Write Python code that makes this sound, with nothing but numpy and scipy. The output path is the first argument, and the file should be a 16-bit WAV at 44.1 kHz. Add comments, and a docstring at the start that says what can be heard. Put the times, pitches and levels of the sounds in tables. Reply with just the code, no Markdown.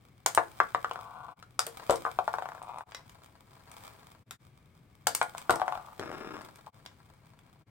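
"""A toy spring cannon fires three times across a wooden table in a small room. The spring snaps and
kicks the table; a little ball knocks, bounces and rolls; plastic soldiers topple. Blows on the table
are short pulses that ring its modes; plastic cracks are fast-decaying noise. Fingers nudge, click and
drag the pieces, and a loose part pings. A fine hiss swells after each shot and fades, with some finger
rubbing. Quiet room noise lies below. Six times the level dips briefly."""
import sys
import numpy as np
from scipy import signal
from scipy.fft import rfft, irfft
from scipy.io import wavfile
from scipy.ndimage import uniform_filter1d

SR = 44100
rng = np.random.default_rng(int(sys.argv[2]) if len(sys.argv) > 2 else 0)


def transcribe(signal):
    """Save signal, clipped to [-1, 1], as a 16-bit WAV file at the path in sys.argv[1]."""
    frames = np.atleast_2d(signal).T
    limited = np.clip(frames, -1, 1)
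    pcm = np.round(limited * 32767).astype(np.int16)
    wavfile.write(sys.argv[1], SR, pcm)


N = 339570
IMPULSE_N = 12288
TIME_S, AGE_S = np.arange(N) / SR, np.arange(IMPULSE_N) / SR
BIN_HZ = np.maximum(np.arange(IMPULSE_N // 2 + 1) * SR / IMPULSE_N, 1)

# spectra: freq_hz, gain_db
AIR_COLOUR = [(12, -37), (28, -18.5), (60, -10.5), (120, -4.5), (200, -12.5), (330, -18.5), (560, -24),
              (1000, -32), (1600, -31), (2500, -34), (4000, -39.5), (8000, -50), (16000, -51)]
HISS_COLOUR = [(100, 3.5), (400, 6), (800, 16.5), (1500, 9.5), (2500, 2.5), (4500, 1), (6500, -3),
               (8600, 1), (10500, -4.5), (16000, 0.5)]
KNOCK_COLOUR = [(50, -28.5), (110, -18.5), (200, -21.5), (300, -13.5), (400, -8.5), (500, -7), (700, -1),
                (1200, -3), (1550, -5), (1900, -15.5), (2400, -23), (4000, -34), (8000, -44), (16000, -54)]
CLICK_COLOUR = [(200, -16.5), (600, -5), (1400, -3), (2600, -7), (3400, -3.5), (4000, -4.5), (4600, -3.5),
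                (5600, -3.5), (7000, -2.5), (8700, 0.5), (10200, -7.5), (13000, -5.5), (16000, -13)]
ROLL_COLOUR = [(100, -22), (400, -21), (650, -5), (850, 1), (1150, 1.5), (1400, -5), (1750, -28),
               (2500, -21.5), (5000, -44.5), (16000, -53.5)]
NUDGE_COLOUR = [(100, -16), (300, -12.5), (450, -5.5), (850, 1.5), (1400, -6.5), (2200, -14), (3500, -22),
                (8000, -32), (16000, -40.5)]
DRAG_COLOUR = [(60, -14), (150, -6), (320, 2), (700, -1.5), (1400, -2.5), (2100, -11.5), (3200, -23.5),
               (6000, -32), (16000, -56)]
# modes of the table top and of a small loose part: freq_hz, level_db, t60_s
TABLE_MODES = [(334, -9, 0.31), (404.2, -1.5, 0.067), (457.2, -2.5, 0.21), (525.6, -1, 0.19),
               (612, -3.5, .12), (681.7, -6, .14), (735, -0.5, 0.095), (840.3, -7.5, 0.18),
               (916.4, -7.5, 0.16), (1035, -1.5, 0.11), (1120, -5, .12), (1182, -3, 0.058),
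               (1361, 3.5, 0.058), (1373, -2, 0.077), (1430, -1.5, 0.15), (1488, -6, 0.11), (1710, -7, .13),
               (1840, -1.5, 0.086)]
PING_MODES = [(2040, -4, .1), (2466, -9, .1), (3375, -7, .07), (3887, -2, .08), (5523, 0, .1),
              (5750, -3, .06), (6955, -10, .06)]
# room decay: freq_hz, t60_s
ROOM_DECAY = [(150, 0.65), (600, 0.095), (1400, .22), (3700, 0.14), (9000, 0.12), (16000, 0.093)]
# wavering room tones: centre_hz, width_hz, level_db
HUMS = [(124, 57, -68.5), (1130, 130, -85.5), (2230, 220, -81.5)]
# fine hiss, swelling after each shot and fading: time_s, treble_db
HISS_LEVELS = [(0.0, -80), (0.28, -80), (0.45, -64), (0.86, -66), (1.39, -79), (1.63, -79), (1.78, -62),
               (2.08, -63), (2.9, -74), (3.43, -76), (3.82, -70), (4.14, -75), (4.27, -82), (5.1, -80),
               (5.23, -67), (5.68, -66), (6.43, -70), (6.67, -75), (7.51, -81), (7.7, -85)]
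# firmer stroke while loading: start_s, end_s, first_db, last_db
LOADING_STROKE = (3.81, 3.86, -65, -67)
# cannon shots: start_s, level_db, table_hz, spring_hz, plunger_s, plunger_db, plunger_hz
SHOTS = [(0.2608, -22, 990, 6800, 0.3488, -31, 9100), (1.5915, -23, 1310, 4970, 1.6663, -38, 3300),
         (5.0692, -21.5, 730, 4760, 5.1496, -27.5, 8470)]
# knocks on the table, one followed by a quick echo:
# start_s, level_db, pitch_hz, thud_db, bite_db, tick_db, ring_db
KNOCKS = [(0.3754, -14.5, 940, 2.5, 7.5, 4, -.5), (1.4262, -45.5, 1336, 3.5, 8.5, 24, -6),
          (1.6674, -41.5, 460, 9, 5.5, 4.5, 8), (2.051, -24, 1220, 0, 1.5, 0, -7.5),
          (2.064, -28.5, 1160, -6, -8, -9, 5), (2.8076, -36.5, 960, -17, -3, -7, -22),
          (4.3104, -46.5, 1400, -3, 13, 13.5, -7.5), (5.2142, -19, 790, -8, 5.5, 5, -3.5),
          (5.349, -35.5, 690, -7.5, -5, 5, -5.5), (5.56, -31.5, 880, 13, 1, -2, -3),
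          (5.598, -31, 750, -12, -6, 3, -5), (5.9953, -34, 700, 24, 12, 16, -3),
          (6.035, -36.5, 810, 14, 3, 8, -12), (6.1023, -38.5, 696, 20, 6, -5, -17),
          (6.1154, -37.5, 870, 9, 5, 11, -17), (6.367, -40, 1170, 6, 7, 13, -18),
          (6.6689, -42.5, 876, -16.5, -30, -4, -3)]
# ball bouncing to rest: start_s, end_s, flight_s, shortest_s, kept_ratio, level_db, loss_db,
# pitch_hz, thud_db, bite_db, bite_step_db, tick_db
BOUNCES = [(0.6018, 1.0, .1455, .0068, .656, -14, 5.1, 1200, -1, 7.5, -3.4, 2),
           (2.188, 2.6, .0903, .0297, .512, -19.5, 2.8, 820, -7.5, -9, 1.4, -3),
           (5.6165, 5.785, .0632, .0035, .67, -20.5, 3.9, 760, -16, -7, -.5, -3.5)]
# ball rolling: start_s, end_s, first_db, last_db, spread_db, ring_db
ROLLS = [(.97, 1.3, -49, -47.5, 2.5, 2.5), (2.65, 2.8, -44.5, -43.5, 4.5, -8), (5.6, 5.92, -46, -54, 3, 1)]
# level dips: centre_s
DIPS = [1.354, 2.851, 4.249, 4.382, 6.716, 7.65]
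# a soldier rocking just before it falls, then fingers nudging the cannon and ball tray; one list per spell:
# time_s, level_db
NUDGE_SPELLS = [
    [(1.7, -61), (1.76, -53), (1.88, -52)],
    [(2.87, -60), (3.016, -64), (3.392, -68), (3.82, -60), (4.112, -66), (4.23, -72)],
    [(6.4, -59), (6.728, -67), (6.848, -68), (7.47, -71), (7.616, -75), (7.7, -75)],
]
# ball hitting a soldier: start_s, level_db, pitch_hz, thud_db
TOPPLES = [(1.8958, -17.5, 610, 10.5), (5.4951, -16.5, 1400, 6)]
# cracks of each falling soldier: delay_s, relative_db, pitch_hz, top_db, body_db
FALL_CRACKS = [(.002, -21, 2830, -9, 9), (.0115, -14, 8000, 1, 8.5), (.062, -26, 8600, -4, 0)]
# loose part set ringing: start_s, level_db
PINGS = [(1.956, -54), (2.9469, -45), (6.861, -61)]
# pieces clicking in the hand: start_s, level_db, pitch_hz, top_db, body_db
HAND_CLICKS = [(2.6271, -54.5, 8800, 3, 13), (2.7847, -54, 8720, -1, 9), (2.9201, -50, 3420, -19, 9),
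               (2.9471, -42, 5440, -15, 2), (3.095, -55.5, 3250, 0, 13), (3.2445, -59, 3500, 0, 10),
               (3.7152, -53, 8680, 1, 9), (4.3091, -42.5, 3640, -1, 4.5), (5.2279, -39, 8700, 2, 12),
               (5.3806, -41, 3270, 0, 12), (5.9956, -46.5, 3330, -4, 12), (6.4163, -52.5, 3420, 2, 16),
               (6.5581, -56, 3620, 3, 12), (6.861, -47, 2910, -14.5, -1.5), (7.39, -62, 3400, 0, 12)]
# piece dragged over the table: start_s, end_s, first_db, last_db
DRAG = (6.0, 6.36, -44, -44.5)
# one decaying complex wave per table mode
MODE_WAVES = np.array([np.exp(2j * np.pi * hz * AGE_S) * 10 ** (-3 * AGE_S / t60_s)
                       for hz, _, t60_s in TABLE_MODES])


def from_db(db):
    return 10 ** (np.asarray(db) / 20)


def rms(x):
    return np.sqrt(np.mean(x ** 2) + 1e-20)


def onset_rms(x, span_ms):
    return rms(x.mean(0)[:span_ms * SR // 1000])


def unit_energy(x):
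    return x / (rms(x) * np.sqrt(IMPULSE_N))


def evened(x, window_s):
    """Holds the running rms near 1."""
    power = np.maximum(uniform_filter1d(x.mean(0) ** 2, int(window_s * SR)), 0)
    return x / np.sqrt(power + .01 * rms(x) ** 2)


def fade(t60_s):
    return from_db(-60 * AGE_S / t60_s)


def envelope(rows):
    """Gain from rows of time_s, level_db; silent outside them."""
    return from_db(np.interp(TIME_S, *np.transpose(rows), left=-200, right=-200))


def swell(start_s, end_s, first_db, last_db, rise_db_per_s, fall_db_per_s):
    """Gain of one movement: rise, glide, fall."""
    held_db = np.interp(TIME_S, [start_s, end_s], [first_db, last_db])
    before_db = rise_db_per_s * np.maximum(start_s - TIME_S, 0)
    after_db = fall_db_per_s * np.maximum(TIME_S - end_s, 0)
    return from_db(held_db - np.minimum(before_db + after_db, 150))


def at_hz(points, hz=BIN_HZ):
    """Interpolates on a log frequency axis."""
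    points_hz, values = np.transpose(points)
    return np.interp(np.log(hz), np.log(points_hz), values)


def high_shelf(edge_hz):
    return 1 / (1 + (edge_hz / BIN_HZ) ** 6)


def bump(centre_hz, width_oct):
    return np.exp(-.5 * (np.log2(BIN_HZ / centre_hz) / width_oct) ** 2)


def band(x, low_hz, high_hz):
    return signal.sosfilt(signal.butter(2, [low_hz, high_hz], "band", fs=SR, output="sos"), x)


def response(colour_db):
    """Minimum-phase impulse response of a spectrum."""
    cepstrum = irfft(np.log(from_db(colour_db)))
    causal = np.r_[1, np.full(IMPULSE_N // 2 - 1, 2), 1, np.zeros(IMPULSE_N // 2 - 1)]
    return irfft(np.exp(rfft(cepstrum * causal)))


def convolve(x, impulse):
    return signal.fftconvolve(np.atleast_2d(x), np.atleast_2d(impulse), axes=1)[:, :np.shape(x)[-1]]


def stereo_noise(samples, correlation):
    mid, side = rng.standard_normal((2, samples))
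    return np.sqrt((1 + correlation) / 2) * mid + np.sqrt((1 - correlation) / 2) * side * [[1], [-1]]


def grains(rate_per_s, spread_db):
    """Tiny impulses of uneven strength at random times."""
    sizes = from_db(spread_db * np.minimum(rng.exponential(1, N), 4)) * rng.choice([-1, 1], N)
    return sizes * (rng.random(N) < rate_per_s / SR)


def pan_left(db):
    return from_db(np.array([[db], [-db]]) / 2)


def lag_left(x, samples):
    index = np.arange(N)
    return np.array([np.interp(index - samples, index, x[0]), x[1]])


def add(out, start_s, sound):
    start = round(start_s * SR)
    out[:, start:start + IMPULSE_N] += sound[:, :N - start]


def play(source, rows):
    out = np.zeros((2, N))
    for start_s, *settings in rows:
        add(out, start_s, source(*settings))
    return out


def room_noise(air_db=-62, crossover_hz=900):
    """Quiet air, alike in both ears in the bass; narrow noise bands waver as hums."""
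    low, high = stereo_noise(N, correlation=.93), stereo_noise(N, correlation=.26)
    lowpass = signal.butter(1, crossover_hz, fs=SR, output="sos")
    air = convolve(signal.sosfilt(lowpass, low - high) + high, response(at_hz(AIR_COLOUR)))
    out = from_db(air_db) * air / rms(air.mean(0))
    for centre_hz, width_hz, level_db in HUMS:
        hum = band(rng.standard_normal(N), centre_hz - width_hz / 2, centre_hz + width_hz / 2)
        out += from_db(level_db) * hum / rms(hum)
    return out


def fine_hiss(smooth_db=-5):
    """Grainy treble hiss that swells after each shot and fades, with some finger rubbing."""
    specks = grains(rate_per_s=150, spread_db=4.5)
    grit = convolve(specks, stereo_noise(IMPULSE_N, correlation=.2) * fade(t60_s=.012))
    texture = grit / rms(grit) + from_db(smooth_db) * stereo_noise(N, correlation=.35)
    hiss = convolve(texture, response(at_hz(HISS_COLOUR)))
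    gain = envelope(HISS_LEVELS) + swell(*LOADING_STROKE, rise_db_per_s=130, fall_db_per_s=90)
    return gain * hiss / rms(band(hiss.mean(0), 4000, 11000))


def cannon(snap_db=-3, snap_delay_s=.001):
    """The spring snaps and kicks the table; the plunger clicks back."""
    wood, plastic = np.zeros((2, 2, N))
    for start_s, level_db, table_hz, spring_hz, plunger_s, plunger_db, plunger_hz in SHOTS:
        add(wood, start_s, knock(level_db, table_hz, thud_db=-4, bite_db=-1, tick_db=7, ring_db=-3))
        add(plastic, start_s + snap_delay_s, click(level_db + snap_db, spring_hz, top_db=-2, body_db=-1.5))
        add(plastic, plunger_s, click(plunger_db, plunger_hz, top_db=3, body_db=.7))
    return wood, plastic


def table_ring(modes_db=-25, flex_t60_s=.04, spread_db=2, build_s=.0027):
    """Bending waves return from the edges and settle into modes; strengths vary with the spot struck."""
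    mode_db = np.array(TABLE_MODES)[:, 1]
    count = len(mode_db)
    strength = from_db(mode_db + spread_db * rng.standard_normal(count))
    phase_rad = rng.uniform(0, 2 * np.pi, count) + .45 * rng.standard_normal((2, count))
    modes = ((strength * np.exp(1j * phase_rad)) @ MODE_WAVES).real
    flex = stereo_noise(IMPULSE_N, correlation=.75) * fade(flex_t60_s)
    build_up = 1 - np.exp(-(AGE_S / build_s) ** 2)
    return (from_db(modes_db) * modes + flex) * build_up


def struck_table(colour_db, ring_db, travel_s=.00039, grit_db=-10, grit_t60_s=.014):
    """A soft push with treble grit crosses the top as a pulse and sets it ringing."""
    push = response(-20 * np.log10(1 + (BIN_HZ / 4500) ** 2))
    grit = from_db(grit_db) * band(rng.standard_normal(IMPULSE_N), 2800, 15000) * fade(grit_t60_s)
    # bending waves: 1 kHz arrives after travel_s, higher pitches sooner
    dispersion = np.exp(-4j * np.pi * travel_s * np.sqrt(1000 * BIN_HZ))
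    pulse = irfft(rfft(push + grit) * rfft(response(colour_db)) * dispersion)
    return unit_energy(pulse) + from_db(ring_db) * unit_energy(convolve(table_ring(), pulse))


def knock(level_db, pitch_hz, thud_db, bite_db, tick_db, ring_db, focus_db=6, echo_s=.0105, echo_db=-14.5):
    """A knock on the table. Heavy pieces add thud; hard contacts add bite and tick."""
    colour_db = at_hz(KNOCK_COLOUR) + focus_db * bump(pitch_hz, width_oct=.24)
    colour_db += thud_db * (1 - high_shelf(520))
    colour_db += bite_db * bump(1900, width_oct=.33) + tick_db * high_shelf(2800)
    # the struck spot sings briefly, louder where the top is stiff and high-pitched
    spot = unit_energy(np.sin(2 * np.pi * pitch_hz * AGE_S) * fade(t60_s=.028) * (1 - fade(t60_s=.011)))
    spot_db = -8.5 + 12 * np.log2(pitch_hz / 1000)
    sound = struck_table(colour_db, ring_db) + from_db(spot_db) * spot
    wall_echo = np.interp(AGE_S - echo_s, AGE_S, sound.mean(0), left=0)
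    sound += from_db(echo_db) * wall_echo
    return sound * from_db(level_db) / onset_rms(sound, span_ms=4)


def click(level_db, pitch_hz, top_db, body_db, focus_db=6.5, crack_t60_s=.017, shell_db=-26, shell_t60_s=.33):
    """A hollow plastic shell cracks, then rings faintly."""
    colour_db = at_hz(CLICK_COLOUR) + focus_db * bump(pitch_hz, width_oct=.1)
    colour_db += top_db * high_shelf(6700) + body_db * (1 - high_shelf(2700))
    decay = fade(crack_t60_s) + from_db(shell_db) * fade(shell_t60_s)
    crack = convolve(stereo_noise(IMPULSE_N, correlation=.47) * decay, response(colour_db))
    return crack * from_db(level_db) / onset_rms(crack, span_ms=10)


def reflections(x, onset_s=.008):
    """Near walls answer; each octave decays at its own rate."""
    edges_hz = np.geomspace(80, 18000, 9)
    tail = np.zeros((2, IMPULSE_N))
    for low_hz, high_hz in zip(edges_hz, edges_hz[1:]):
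        t60_s = at_hz(ROOM_DECAY, np.sqrt(low_hz * high_hz))
        tail += band(stereo_noise(IMPULSE_N, correlation=.1), low_hz, high_hz) * fade(t60_s)
    onset = np.clip(2 * AGE_S / onset_s - 1, 0, 1)
    return convolve(x.mean(0), unit_energy(tail * onset))


def bouncing(tick_step_db=.9, ring_db=-5.8, wander_oct=.15):
    """Flights shorten; each touch lands on a new spot, weaker and with more tick."""
    out = np.zeros((2, N))
    for (touch_s, end_s, flight_s, shortest_s, kept_ratio, level_db, loss_db,
         pitch_hz, thud_db, bite_db, bite_step_db, tick_db) in BOUNCES:
        while touch_s < end_s:
            spot_hz = pitch_hz * 2 ** (wander_oct * rng.standard_normal())
            add(out, touch_s, knock(level_db, spot_hz, thud_db, bite_db, tick_db, ring_db))
            touch_s += flight_s
            flight_s = max(shortest_s + kept_ratio * (flight_s - shortest_s), .01)
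            level_db -= loss_db
            bite_db += bite_step_db
            tick_db += tick_step_db
    return out


def rolling(hops_per_s=92, jitter=.28):
    """A ball, not quite round, hops along in a quick, nearly regular patter."""
    out = np.zeros((2, N))
    for *glide, spread_db, ring_db in ROLLS:
        gaps, sizes = rng.standard_normal((2, 2000))
        landings = (np.cumsum(np.exp(jitter * gaps)) / hops_per_s * SR).astype(int)
        inside = landings < N
        hops = np.bincount(landings[inside], from_db(spread_db * sizes)[inside], N)
        patter = convolve(hops, struck_table(at_hz(ROLL_COLOUR), ring_db))
        out += evened(patter, window_s=.06) * swell(*glide, rise_db_per_s=110, fall_db_per_s=230)
    return out


def nudging(ring_db=-1.5):
    """A soldier rocking before its fall, and toys shifted by the fingers, give small, scattered taps on the
    table."""
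    taps = convolve(grains(rate_per_s=70, spread_db=6.5), struck_table(at_hz(NUDGE_COLOUR), ring_db))
    return evened(taps, window_s=.12) * sum(envelope(spell) for spell in NUDGE_SPELLS)


def toppling(touches=3, gap_s=.0145, drop_db=7.5, loss_db=3, first_hz=540, pitch_ratio=1.35):
    """The ball strikes; the soldier cracks and rattles down in quick, weakening touches."""
    wood, plastic = np.zeros((2, 2, N))
    for start_s, level_db, pitch_hz, thud_db in TOPPLES:
        add(wood, start_s, knock(level_db, pitch_hz, thud_db, bite_db=-9.5, tick_db=1.2, ring_db=1.5))
        for k in range(touches):
            touch_db, touch_hz = level_db - drop_db - k * loss_db, first_hz * pitch_ratio ** k
            touch = knock(touch_db, touch_hz, thud_db=8, bite_db=-8, tick_db=4, ring_db=-1)
            add(wood, start_s + (k + 1) * gap_s, touch)
        for delay_s, relative_db, *timbre in FALL_CRACKS:
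            add(plastic, start_s + delay_s, click(level_db + relative_db, *timbre))
    return wood, plastic


def ping(level_db):
    """A stiff little part rings in a few clear modes."""
    ring = sum(from_db(db) * np.sin(2 * np.pi * hz * AGE_S) * fade(t60_s) for hz, db, t60_s in PING_MODES)
    return from_db(level_db) * ring[None]


def dragging(ring_db=-8.5):
    """A piece pressed on the table sticks and slips; the hand damps the ringing."""
    slips = convolve(grains(rate_per_s=270, spread_db=2.7), struck_table(at_hz(DRAG_COLOUR), ring_db))
    return evened(slips, window_s=.063) * swell(*DRAG, rise_db_per_s=1500, fall_db_per_s=130)


def scene():
    """Table and toys close by, louder on the left; the room all round."""
    kicks, snaps = cannon()
    falls, cracks = toppling()
    wood = kicks + falls + bouncing() + play(knock, KNOCKS) + rolling() + dragging() + nudging()
    bright = snaps + cracks + play(click, HAND_CLICKS) + play(ping, PINGS) + fine_hiss()
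    direct = lag_left(wood, samples=4.5) * pan_left(db=5.5)
    direct += lag_left(bright, samples=1) * pan_left(db=1.9)
    walls = from_db(-11.5) * reflections(wood) + from_db(-7) * reflections(bright)
    return direct + walls * pan_left(db=2.5) + room_noise() * pan_left(db=3)


def record(dry):
    """The level dips briefly six times; the top treble is cut."""
    depth_db, sigma_s, cutoff_hz = 27, .011, 16000
    dip_db = depth_db * sum(np.exp(-.5 * ((TIME_S - centre_s) / sigma_s) ** 2) for centre_s in DIPS)
    lowpass = signal.ellip(10, .2, 80, cutoff_hz, fs=SR, output="sos")
    return signal.sosfilt(lowpass, dry * from_db(-dip_db))


dry = scene()
out = record(dry)
transcribe(out)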